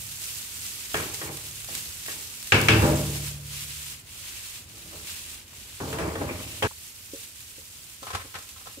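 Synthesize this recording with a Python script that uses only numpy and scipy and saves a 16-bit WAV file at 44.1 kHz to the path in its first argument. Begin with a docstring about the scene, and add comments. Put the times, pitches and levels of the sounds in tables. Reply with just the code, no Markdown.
"""Rice sizzles in a pan over a low gas flame while a wooden spatula turns it and knocks the pan on a steel range.
Steam bursts are random grains and noise; blows ring decaying modes; scraping is random slips through resonances.
The sizzle flares at each turn of the rice and dips at each toss; the pan is banged, dragged and rubbed.
Then the ringing and scraping stop abruptly, and lumps of rice patter into a foil tray on a bumped counter."""
import sys
import numpy as np
from scipy import signal
from scipy.fft import rfft, irfft, next_fast_len
from scipy.io import wavfile
from scipy.ndimage import map_coordinates

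SR = 44100
rng = np.random.default_rng(int(sys.argv[2]) if len(sys.argv) > 2 else 0)


def persist_wave(psi):
    """Save psi, clipped to +-1, as 16-bit WAV."""
    counts = np.round(np.clip(psi, -1, 1) * 32767).astype(np.int16)
    wavfile.write(sys.argv[1], SR, np.atleast_2d(counts).T)


N = 388080


def amp(db):
    """Level in decibels to amplitude ratio."""
    return 10 ** (np.asarray(db) / 20)


def unit(x):
    """Normalise signal power: scale to rms 1."""
    return x / np.sqrt(np.mean(x ** 2) + 1e-20)


def along(points, hz):
    """Interpolate (Hz, value) points on a logarithmic frequency axis."""
    f, v = np.transpose(points)
    return np.interp(np.log(hz + 1), np.log(f + 1), v)


def curve(rows):
    """Linear interpolation of (seconds, value) rows, one value per sample."""
    return np.interp(np.arange(N) / SR, *np.transpose(rows))


def wobble(rate):
    """Band-limited random fluctuation: a smooth curve through `rate` random knots a second."""
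    knots = rng.standard_normal(int(N * rate / SR) + 4)
    return map_coordinates(knots, [np.arange(N) * rate / SR])


def filtered(x, response):
    """Linear filtering: multiply the spectrum of x by a response of frequency."""
    n = x.shape[-1]
    m = next_fast_len(n + 8192)
    return irfft(rfft(x, m) * response(np.fft.rfftfreq(m, 1 / SR)), m)[..., :n]


def coloured(pair, spectrum):
    """Interchannel coherence: two unrelated signals become shaped stereo of rms 1, nearly mono in the bass."""
    # Each row: frequency in Hz, correlation of left and right.
    alike = [(100, 0.97), (300, 0.92), (700, 0.62), (2000, 0.061), (5000, 0.011)]

    def mid_side_gains(hz):
        turn = np.arccos(np.clip(along(alike, hz), -1, 1)) / 2
        return amp(along(spectrum, hz)) * [np.cos(turn), np.sin(turn)]

    mid, side = filtered(pair, mid_side_gains)
    return unit(np.array([mid + side, mid - side]))


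def burst(t, level_db, t60_s, spectrum):
    """Exponential decay of heavily damped, coloured noise."""
    noise = coloured(rng.standard_normal((2, len(t))), spectrum)
    return amp(level_db - 60 * t / t60_s) * noise


def add(track, s, sound):
    """Superposition: mix a sound into the track at s seconds."""
    room = track[:, max(round(s * SR), 0):][:, :sound.shape[-1]]
    room += sound[..., :room.shape[1]]


def grains(rate, hz, cycles, spread_db, size=96):
    """Shot noise: damped sines at random moments, each with its own pitch, strength and phase per channel."""
    count = int(rate * N / SR)
    when, strength, left, right, pitch = rng.random((count, 5)).T
    # Pitches lie within an octave either side of hz; age counts cycles.
    age = (hz * 4 ** (pitch - .5))[:, None] * np.arange(size) / SR
    strength_db = -spread_db * np.log(1 - .998 * strength)
    shape = amp(strength_db)[:, None] * np.exp(-age / cycles)
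    at = ((when * N).astype(int)[:, None] + np.arange(size)).ravel()
    channels = []
    for phase in (left, right):
        pulses = shape * np.sin(2 * np.pi * (age + phase[:, None]))
        channels.append(np.bincount(at, pulses.ravel(), N)[:N])
    return unit(np.array(channels))


def ringing(spectrum):
    """Dense modes of struck metal: noise whose damping depends on frequency."""
    # Each row: frequency in Hz, decay time t60 in seconds.
    damping = [(100, 0.81), (400, 0.74), (900, 0.66), (2500, 0.45), (5000, 0.54), (12000, 0.034)]
    hz, t, z = signal.stft(coloured(rng.standard_normal((2, SR)), spectrum), SR, nperseg=256)
    decay = amp(-60 * t / along(damping, hz)[:, None])
    return signal.istft(z * decay, SR, nperseg=256)[1][:, :SR]


def modes(table, t, scatter_db, phase_spread=0, waver=0):
    """Modal synthesis: decaying sines; reflections scatter phase (radians), loose contact shakes pitch."""
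    steady_hz = 210  # modes well below this hardly waver
    out, knots = np.zeros(len(t)), np.arange(200) / 80
    for hz, db, t60 in table:
        strength, phase = rng.standard_normal(2)
        age = t[t < t60]
        walk = np.cumsum(rng.standard_normal(len(knots))) * knots[1]
        drift = np.interp(age, knots, walk)
        turns = hz * (age + waver * drift / (1 + (steady_hz / hz) ** 10))
        level = amp(db + scatter_db * strength - 60 * age / t60)
        out[:len(age)] += level * np.sin(2 * np.pi * turns + phase_spread * phase)
    return out


def placed(x, lag_s):
    """Interaural time difference: a source to the right reaches the left channel lag_s later."""
    sides = np.array([[1], [-1]])
    return filtered(x, lambda hz: np.exp(-1j * np.pi * hz * lag_s * sides))


def burner():
    """Combustion noise: the gas flame's low, broadband roar flutters in level."""
    # Each row: frequency in Hz, gain in dB.
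    flame = [(20, -38), (40, -1), (60, 1.5), (88, 5.5), (112, 1.5), (140, -6), (220, -9), (400, -13),
             (700, -18.5), (2000, -18.5), (8000, -26.5)]
    return amp(-52.5 + 1.09 * wobble(6.5)) * coloured(rng.standard_normal((2, N)), flame)


def taps():
    """Heavily damped impacts: small ticks as the pan is handled."""
    # Each row: start in seconds, relative level in dB.
    touches = [(1.77, -37), (5.532, -38.5), (6.71, -32.5)]
    colour = [(300, -7), (1100, 7), (1700, -10), (3000, -27), (8000, -50)]  # Hz, gain in dB
    out, t = np.zeros((2, N)), np.arange(SR // 8) / SR
    for s, db in touches:
        add(out, s, burst(t, db - 9, 0.048, colour))
    return out


def tray():
    """Soft impacts: rice lumps excite foil, ribbed walls and a bass thud; bumps ring the counter's modes."""
    # Each row: start in seconds, level in dB, relative thud in dB, pouring time in seconds, rattle in dB.
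    lumps = [(8.028, -38, -17, 0.0018, -23), (8.067, -40.5, -13, 0.022, -4), (8.103, -37.5, -22, 0.008, -6),
             (8.131, -38, -1.5, 0.012, -4), (8.148, -30.5, -21, 0.0054, -3.5), (8.195, -47, -7, 0.025, 1),
             (8.341, -43, -20, 0.004, 1), (8.352, -39, -17, 0.0061, 1.5), (8.38, -48, -11, 0.0093, -4),
             (8.561, -52.5, -11, 0.0066, -10), (8.609, -52, -15, 0.0056, -12),
             (8.657, -46, -18, 0.004, -18), (8.669, -41, -16, 0.0032, -20)]
    # Dull bumps on the counter. Each row: start in seconds, relative level in dB.
    bumps = [(7.133, -24.5), (7.578, -35.5), (8.021, -33.5), (8.246, -35), (8.773, -30.5)]
    # Counter top. Each row: mode frequency in Hz, level in dB, decay time t60 in seconds.
    counter = [(217, -4, 0.028), (282, 4, 0.041), (380, -10, 0.09), (453, -11.5, 0.17), (538, -6, 0.1)]
    # Colour of the foil. Each row: frequency in Hz, gain in dB.
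    foil = [(180, -49), (300, -17), (462, -3), (620, -6.5), (834, 1.5), (926, -15), (1040, 7.5), (1150, -4),
            (1330, 6), (1460, -23), (1610, -6), (2100, -18), (2820, -13), (3500, -10), (4800, -12.5),
            (6370, -14), (12000, -21.5), (15600, -53)]
    # Buzz of the tray's ribbed walls. Each row: frequency in Hz, gain in dB.
    ribs = [(700, -22), (1400, 5.5), (2100, 3), (3600, -4), (5200, -13), (9000, -30)]
    thud_colour = [(30, -23), (90, 2.5), (180, -15.5), (400, -23), (2000, -56)]  # Hz, gain in dB
    out, t = np.zeros((2, N)), np.arange(SR // 3) / SR
    rise = 1 - np.exp(-t / 0.0006)
    tick = 1 + 0.66 * np.exp(-t / 0.001)  # sharper at first contact

    def grainy(colour):
        return coloured(rng.standard_normal((2, len(t))) * amp(5.0 * rng.standard_normal(len(t))), colour)

    for s, db, thud_db, pour_s, rattle_db in lumps:
        patter = grainy(foil) + amp(rattle_db) * grainy(ribs)
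        # Steady while pouring, then a quick decay, over a weak slow tail.
        fall = amp(-60 * np.maximum(t - pour_s, 0) / 0.086) + amp(-12.5 - 60 * t / 0.54)
        thud = burst(t, thud_db + 6.0, 0.29, thud_colour)
        add(out, s, amp(db) * rise * (tick * fall * patter + thud))
    for s, db in bumps:
        bump = modes(counter, t, scatter_db=1, phase_spread=1.5, waver=0.015)
        add(out, s, amp(db - 3.5) * (1 - np.exp(-t / 0.004)) * bump)
    return out


def squeaks():
    """Stick-slip friction: the blade sticks and one pan mode swells and fades at an unsteady pitch."""
    # Each row: centre in seconds, frequency in Hz, level in dB, time from the peak to 1/e in seconds.
    rubs = [(6.298, 2417, -35, 0.01), (6.326, 2417, -41, 0.014), (6.305, 2713, -44, 0.025),
            (6.442, 2713, -40, 0.01), (6.478, 2713, -43, 0.014), (6.52, 2713, -40, 0.014)]
    t, out = np.arange(N) / SR, np.zeros(N)
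    for s, hz, db, half_s in rubs:
        swell = np.exp(-((t - s) / half_s) ** 2)
        out += amp(db) * swell * np.sin(2 * np.pi * hz * t + 0.7 * wobble(120))
    return out


def juddering():
    """Resonance under random slips: low pan modes come and go as the contact point moves."""
    # Pan on its support. Each row: resonance in Hz, bandwidth in Hz, level in dB.
    resonances = [(332, 35, 6.5), (442, 44, 1), (516, 22, -4.5), (604, 62, 3.5), (788, 30, 3),
                  (940, 50, -6)]
    slips = grains(rate=900, hz=600, cycles=0.6, spread_db=0.5) + 0.6 * rng.standard_normal((2, N))
    slips = coloured(slips, [(120, -19), (300, 1.5), (1000, -0.5), (2000, -14)])
    out = np.zeros((2, N))
    for hz, width, db in resonances:
        mode = signal.lfilter(*signal.iirpeak(hz, hz / width, SR), slips)
        out += amp(db + 1.5 * wobble(14)) * mode
    return unit(out)


def drags():
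    """Sliding friction: slips shake the pan and the blade rasps; each stroke builds up, then eases off."""
    # Each row: hardest push in seconds, relative level in dB, build-up in seconds, fade in dB per second,
    # then rasp and judder in relative dB.
    strokes = [(1.005, -31.5, 0.041, 94, -5.5, -7), (1.3, -44, 0.11, 105, 1.5, 3),
               (1.75, -49, 0.084, 77, -10, -17), (2.14, -52.5, 0.083, 124, -4, 1),
               (2.86, -24, 0.21, 70.5, -10, 3), (2.945, -42, 0.084, 103, -9, -5),
               (4.74, -49.5, 0.1, 18, -20, -11.5), (4.942, -50, 0.034, 122, -4, 3),
               (5.05, -52, 0.33, 215, -13, -17), (5.9, -42, 0.096, 49, -4, 5),
               (6.01, -29.5, 0.049, 77, -7.5, -2.5), (6.09, -33, 0.08, 50, -27, -10),
               (6.217, -30, 0.013, 300, -23, 2.5), (6.3, -35.5, 0.034, 72, -2.5, -4)]
    # Scraping pan. Each row: frequency in Hz, gain in dB.
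    scrape_colour = [(25, -25), (50, 10), (76, 26), (108, 22), (130, -1), (160, 20.5), (235, 10), (320, 11),
                     (430, 5.5), (650, -2.5), (1000, -2), (2000, 1), (4000, -29)]
    # Blade over the pan floor. Each row: frequency in Hz, gain in dB.
    rasp_colour = [(200, -22), (330, -3), (620, 5.5), (800, -7), (1100, 6.5), (1400, -2), (1750, -2),
                   (2300, 11.5), (4000, -29)]
    t = np.arange(N) / SR
    force, bite, shake = np.zeros((3, N))
    for s, db, build_s, fade, rasp_db, judder_db in strokes:
        stroke = np.clip(1 + (t - s) / build_s, 0, 1) * amp(db - fade * np.maximum(t - s, 0))
        force += stroke
        bite += amp(rasp_db) * stroke
        shake += amp(judder_db) * stroke
    slips = grains(rate=260, hz=874, cycles=0.81, spread_db=1.0) + 2.0 * rng.standard_normal((2, N))
    grit = grains(rate=400, hz=1160, cycles=1.0, spread_db=-4.0) + 0.39 * rng.standard_normal((2, N))
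    grip = amp(1.8 * wobble(45))  # the blade catches and lets go
    scrape = amp(-5.0) * force * coloured(slips, scrape_colour)
    rasp = amp(-3.5) * bite * coloured(grit, rasp_colour)
    judder = amp(-5.5) * shake * juddering()
    return scrape + grip * (rasp + judder)


def knocks():
    """Impact excitation of modes: the pan clangs, the range booms beneath and the spatula clacks."""
    # Each row: start in seconds, relative level in dB, then relative dB of the range's boom,
    # the pan body's thud, the clang and the wooden clack.
    blows = [(0.189, -53, -2, -19, 2, -7), (0.943, -20, -21.5, -12.5, -5, 2),
             (0.947, -25.5, -33, -13, -12, 3), (1.215, -25, -15, -14, -22, -3),
             (1.221, -30, -14, -12, -20, -2), (1.687, -39, -6, -18, -10, 2),
             (2.083, -35, -16, -10.5, -9, 3.5), (2.521, -13, -3, -8, 3.5, -29),
             (2.685, -10, -3.5, -12, 0.5, -22), (2.819, -14, 0, -8, -15, -32),
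             (5.802, -25.5, -4, -7, -28, -4), (5.928, -24.5, -16, -8, -14, -4),
             (5.986, -19, -13.5, -10.5, -15, -12), (6.13, -32.5, -7, -8, -28, -12),
             (6.154, -23, -7.5, -13.5, -19, -1.5), (6.213, -21, -7, -15, -25, -13),
             (6.624, -12.5, -15.5, -11.5, -15, -4.5), (6.627, -18.5, -13, -10, -10.5, -2),
             (6.634, -25, -14, -16, -4, 1)]
    # Sheet steel of the range. Each row: mode frequency in Hz, level in dB, decay time t60 in seconds.
    range_modes = [(58, -23, 1.3), (72.65, -10.5, 2.9), (87, -16, 1.3), (108.24, -1, 2.12), (124, -17, 1.3),
                   (144.2, -6.5, 2.2), (166, -18, 1.3), (194, -12.5, 1.1), (241.5, -4.5, 0.69),
                   (267, -8, 0.9), (320.5, -4, 0.65), (349, -9, 0.75), (431, -6, 0.48), (514, -9.5, 0.8),
                   (597, -16, 0.75)]
    # The pan itself. Each row: mode frequency in Hz, level in dB, decay time t60 in seconds.
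    pan_modes = [(797, -2.5, 0.8), (985, -4, 0.5), (1276, 1.5, 0.55), (1365, -4, 0.6), (1448, -3, 0.5),
                 (1518, 1, 0.5), (1665, -1, 0.8), (1798, -7, 0.6), (2255, 1, 0.4), (2380, -2, 0.45),
                 (2557, -3, 0.5), (2630, 3, 0.6), (2663, 2, 0.55), (2713, 5.5, 0.6), (2850, -5, 0.45),
                 (3155, -6, 0.55), (3526, -7, 0.42)]
    # Wooden blade. Each row: mode frequency in Hz, level in dB, decay time t60 in seconds.
    wood_modes = [(431, 4, 0.18), (537, -3, 0.22), (660, -6, 0.26), (824, -5, 0.16), (1112, -2.5, 0.25),
                  (1644, -0.5, 0.23), (1853, -0.5, 0.3), (2360, -11, 0.05), (2700, -16, 0.05),
                  (3260, -2.5, 0.053)]
    # Dense modes of the pan body. Each row: frequency in Hz, gain in dB.
    body_colour = [(30, -35), (50, -20), (75, 2.5), (150, 4.5), (235, -19), (330, -1.5), (450, 3.5),
                   (540, -20), (650, -9), (850, -1.5), (1100, -5), (1700, -8.5), (2200, -27), (3000, -20.5)]
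    # Dense modes of the clang. Each row: frequency in Hz, gain in dB.
    clang_colour = [(600, -21), (1100, -5), (1550, 2), (1950, -2), (2300, 6), (2750, 1), (3200, -2),
                    (3700, -10), (5000, -12), (8000, -21), (15000, -32)]
    # Dry edge of the blade's first touch. Each row: frequency in Hz, gain in dB.
    edge_colour = [(150, -11), (350, 0), (800, 0.5), (1700, 1), (2400, -8), (4000, -35), (9000, -38)]
    # Bright crack of metal on metal. Each row: frequency in Hz, gain in dB.
    crack_colour = [(1000, -20), (2400, 6), (3250, 0.5), (3800, -13), (5200, -6), (9000, -15.5),
                    (15000, -27)]
    out, t = np.zeros((2, N)), np.arange(2 * SR) / SR
    t_pan, t_touch = t[:SR], t[:SR // 8]
    contact = 1 + 0.98 * np.exp(-(t_pan / 0.0042) ** 2)  # chatter strengthens the first milliseconds
    swell = 1 - np.exp(-t / 0.0037)  # the large sheets take a moment to move
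    # The range is still humming from earlier stirring.
    add(out, 0, amp(-45.5) * modes(range_modes[:8], t, scatter_db=0))
    for s, db, boom_db, thud_db, clang_db, wood_db in blows:
        thud = amp(thud_db) * swell[:SR] * ringing(body_colour)
        clang = amp(clang_db - 6.5) * ringing(clang_colour)
        tones = [modes(pan_modes, t_pan, scatter_db=3.5, phase_spread=2.32, waver=0.0013)
                 for channel in range(2)]
        clack = modes(wood_modes, t_pan, scatter_db=5.0, phase_spread=np.pi, waver=0.0088)
        pan = thud + clang + amp(clang_db - 24.0) * np.array(tones) + amp(wood_db - 16.5) * clack
        add(out, s, amp(db) * contact * pan)
        edge = burst(t_touch, wood_db - 8, 0.045, edge_colour)
        crack = burst(t_touch, clang_db - 11, 0.06, crack_colour)
        add(out, s, amp(db) * (edge + crack))
        boom = modes(range_modes, t, scatter_db=3.5, waver=0.027)
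        add(out, s, amp(db + boom_db - 5.5) * swell * boom)
    return out


def frying_db():
    """Heat transfer sets the level: contact with hot metal flares the sizzle, a toss makes it dip."""
    # Resting rice. Each row: time in seconds, relative sizzle level in dB.
    heat = [(0, -39.5), (2.45, -42), (2.9, -36.5), (4.5, -42), (4.9, -45.5), (5.3, -43), (5.7, -49.5),
            (6.6, -43), (6.7, -47), (8.8, -48)]
    # Wet rice turned onto hot metal. Each row: time of the height in seconds, rise in dB.
    flares = [(0.28, 3.5), (0.67, 4.5), (0.97, 6), (1.15, 3), (1.52, 0.5), (1.78, 6.5), (2.12, 5),
              (2.61, 5.5), (2.85, 2), (5.12, 4), (5.64, 4), (5.9, 5.5), (6.46, 2.5), (7.18, 4)]
    # Rice leaving the pan. Each row: top of the throw in seconds, drop in dB.
    tosses = [(3.392, 12.5), (4.035, 15.5), (4.675, 10.5), (5.455, 11)]
    t, level = np.arange(N) / SR, curve(heat)

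    def swell(s, rise_s, fade_s):
        return np.clip(1 + (t - s) / rise_s, 0, 1) * np.exp(-np.maximum(t - s, 0) / fade_s)

    for s, db in flares:
        level = level + db * swell(s, rise_s=0.1, fade_s=0.087)
    for s, db in tosses:
        level = level - db * swell(s, rise_s=0.11, fade_s=0.079)
    return level


def sizzle():
    """Explosive boiling: water bursts from hot oil as fine fizz, lower moist crackle, pops and single spits."""
    # Moist crackle of the turned rice. Each row: time in seconds, level relative to the sizzle in dB.
    moist = [(0, -3.5), (0.9, -1), (2.4, -1.5), (4.1, 1.5), (5.6, 1.5), (6.5, 2.5), (6.7, -2), (8.8, 0)]
    # Single spits of oil. Each row: start in seconds, relative level in dB.
    spits = [(0.0672, -27), (0.6509, -28), (0.792, -28), (1.144, -10), (1.371, -15), (1.51, -21),
             (1.645, -14.5), (1.751, -8), (2.0617, -13), (2.427, -16), (2.472, -13.5), (2.545, -11),
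             (2.614, -5.5), (5.48, -28), (6.7825, -24), (6.975, -32), (7.405, -21.5), (8.3873, -19),
             (8.49, -21), (8.5809, -25), (8.7136, -28)]
    # Oil fizz. Each row: frequency in Hz, gain in dB.
    fizz_colour = [(2000, -16.5), (4000, -8.5), (6000, -3), (7600, 0), (10500, -4), (13000, -1),
                   (15500, -7)]
    # Moist crackle. Each row: frequency in Hz, gain in dB.
    crackle_colour = [(200, -6), (600, -20.5), (1000, -9), (1800, -4.5), (2700, 3), (4300, 0.5),
                      (6000, -4.5), (10000, -3.5)]
    # A spit. Each row: frequency in Hz, gain in dB.
    spit_colour = [(500, -16), (2000, -2), (4000, 2), (5700, -3), (7600, 3), (10500, -3.5), (15500, -4)]
    heat_db = frying_db() + 1.03 * wobble(30) + 0.52 * wobble(110)
    fizz = grains(rate=2200, hz=8030, cycles=1.7, spread_db=-0.5) + 1.63 * rng.standard_normal((2, N))
    crackle = grains(rate=1300, hz=2940, cycles=0.67, spread_db=1.0) + 3.64 * rng.standard_normal((2, N))
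    pops = grains(rate=45, hz=7000, cycles=3, spread_db=1.2)
    out = amp(heat_db + 1.27) * coloured(unit(fizz) + amp(-13) * pops, fizz_colour)
    moist_db = curve(moist) + 0.9 * wobble(24)
    out += amp(heat_db + moist_db) * coloured(crackle, crackle_colour)
    # The part above about 10.5 kHz is turned down, more so where the moist crackle is strong.
    upper = filtered(out, lambda hz: 1 / (1 + (10500 / (hz + 1)) ** 8))
    out += (amp(-4.5 - .5 * curve(moist)) - 1) * upper
    t = np.arange(SR // 50) / SR
    for s, db in spits:
        add(out, s, burst(t, db - 16.5, 0.03, spit_colour))
    return out


def scene():
    """Superposed sources: stove and tray stand a little to the right; the stove's ringing stops dead."""
    stove_end_s, fade_s = 6.673, .006
    at_stove = np.clip((stove_end_s - np.arange(N) / SR) / fade_s + .5, 0, 1)
    stove = (knocks() + drags() + squeaks()) * at_stove + taps()
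    struck = placed(stove, lag_s=0.00018) + placed(tray(), lag_s=0.0002)
    flame = burner() * amp(-2.5 * (1 - at_stove))  # softer after the stove's ringing ends
    return struck + sizzle() + flame


def record(dry):
    """Transducer response: channel colours, a rumble filter, soft saturation of peaks, then a band limit."""
    # Each row: frequency in Hz, left minus right in dB.
    ports = [(60, -3.5), (99, -1), (160, 1), (270, 0), (450, 2), (740, -1), (1220, 1), (2010, 2.5),
             (3330, 3.0), (5500, 3), (9080, -8.5), (15000, -8)]
    halves = np.array([[.5], [-.5]])
    x = filtered(dry, lambda hz: amp(along(ports, hz) * halves))
    x = signal.sosfilt(signal.butter(2, 32, 'highpass', fs=SR, output='sos'), x)
    x = x / (1 + np.abs(x / .85) ** 4) ** (1 / 4)
    return filtered(x, lambda hz: hz < 15700)


dry = scene()
out = record(dry)
persist_wave(out)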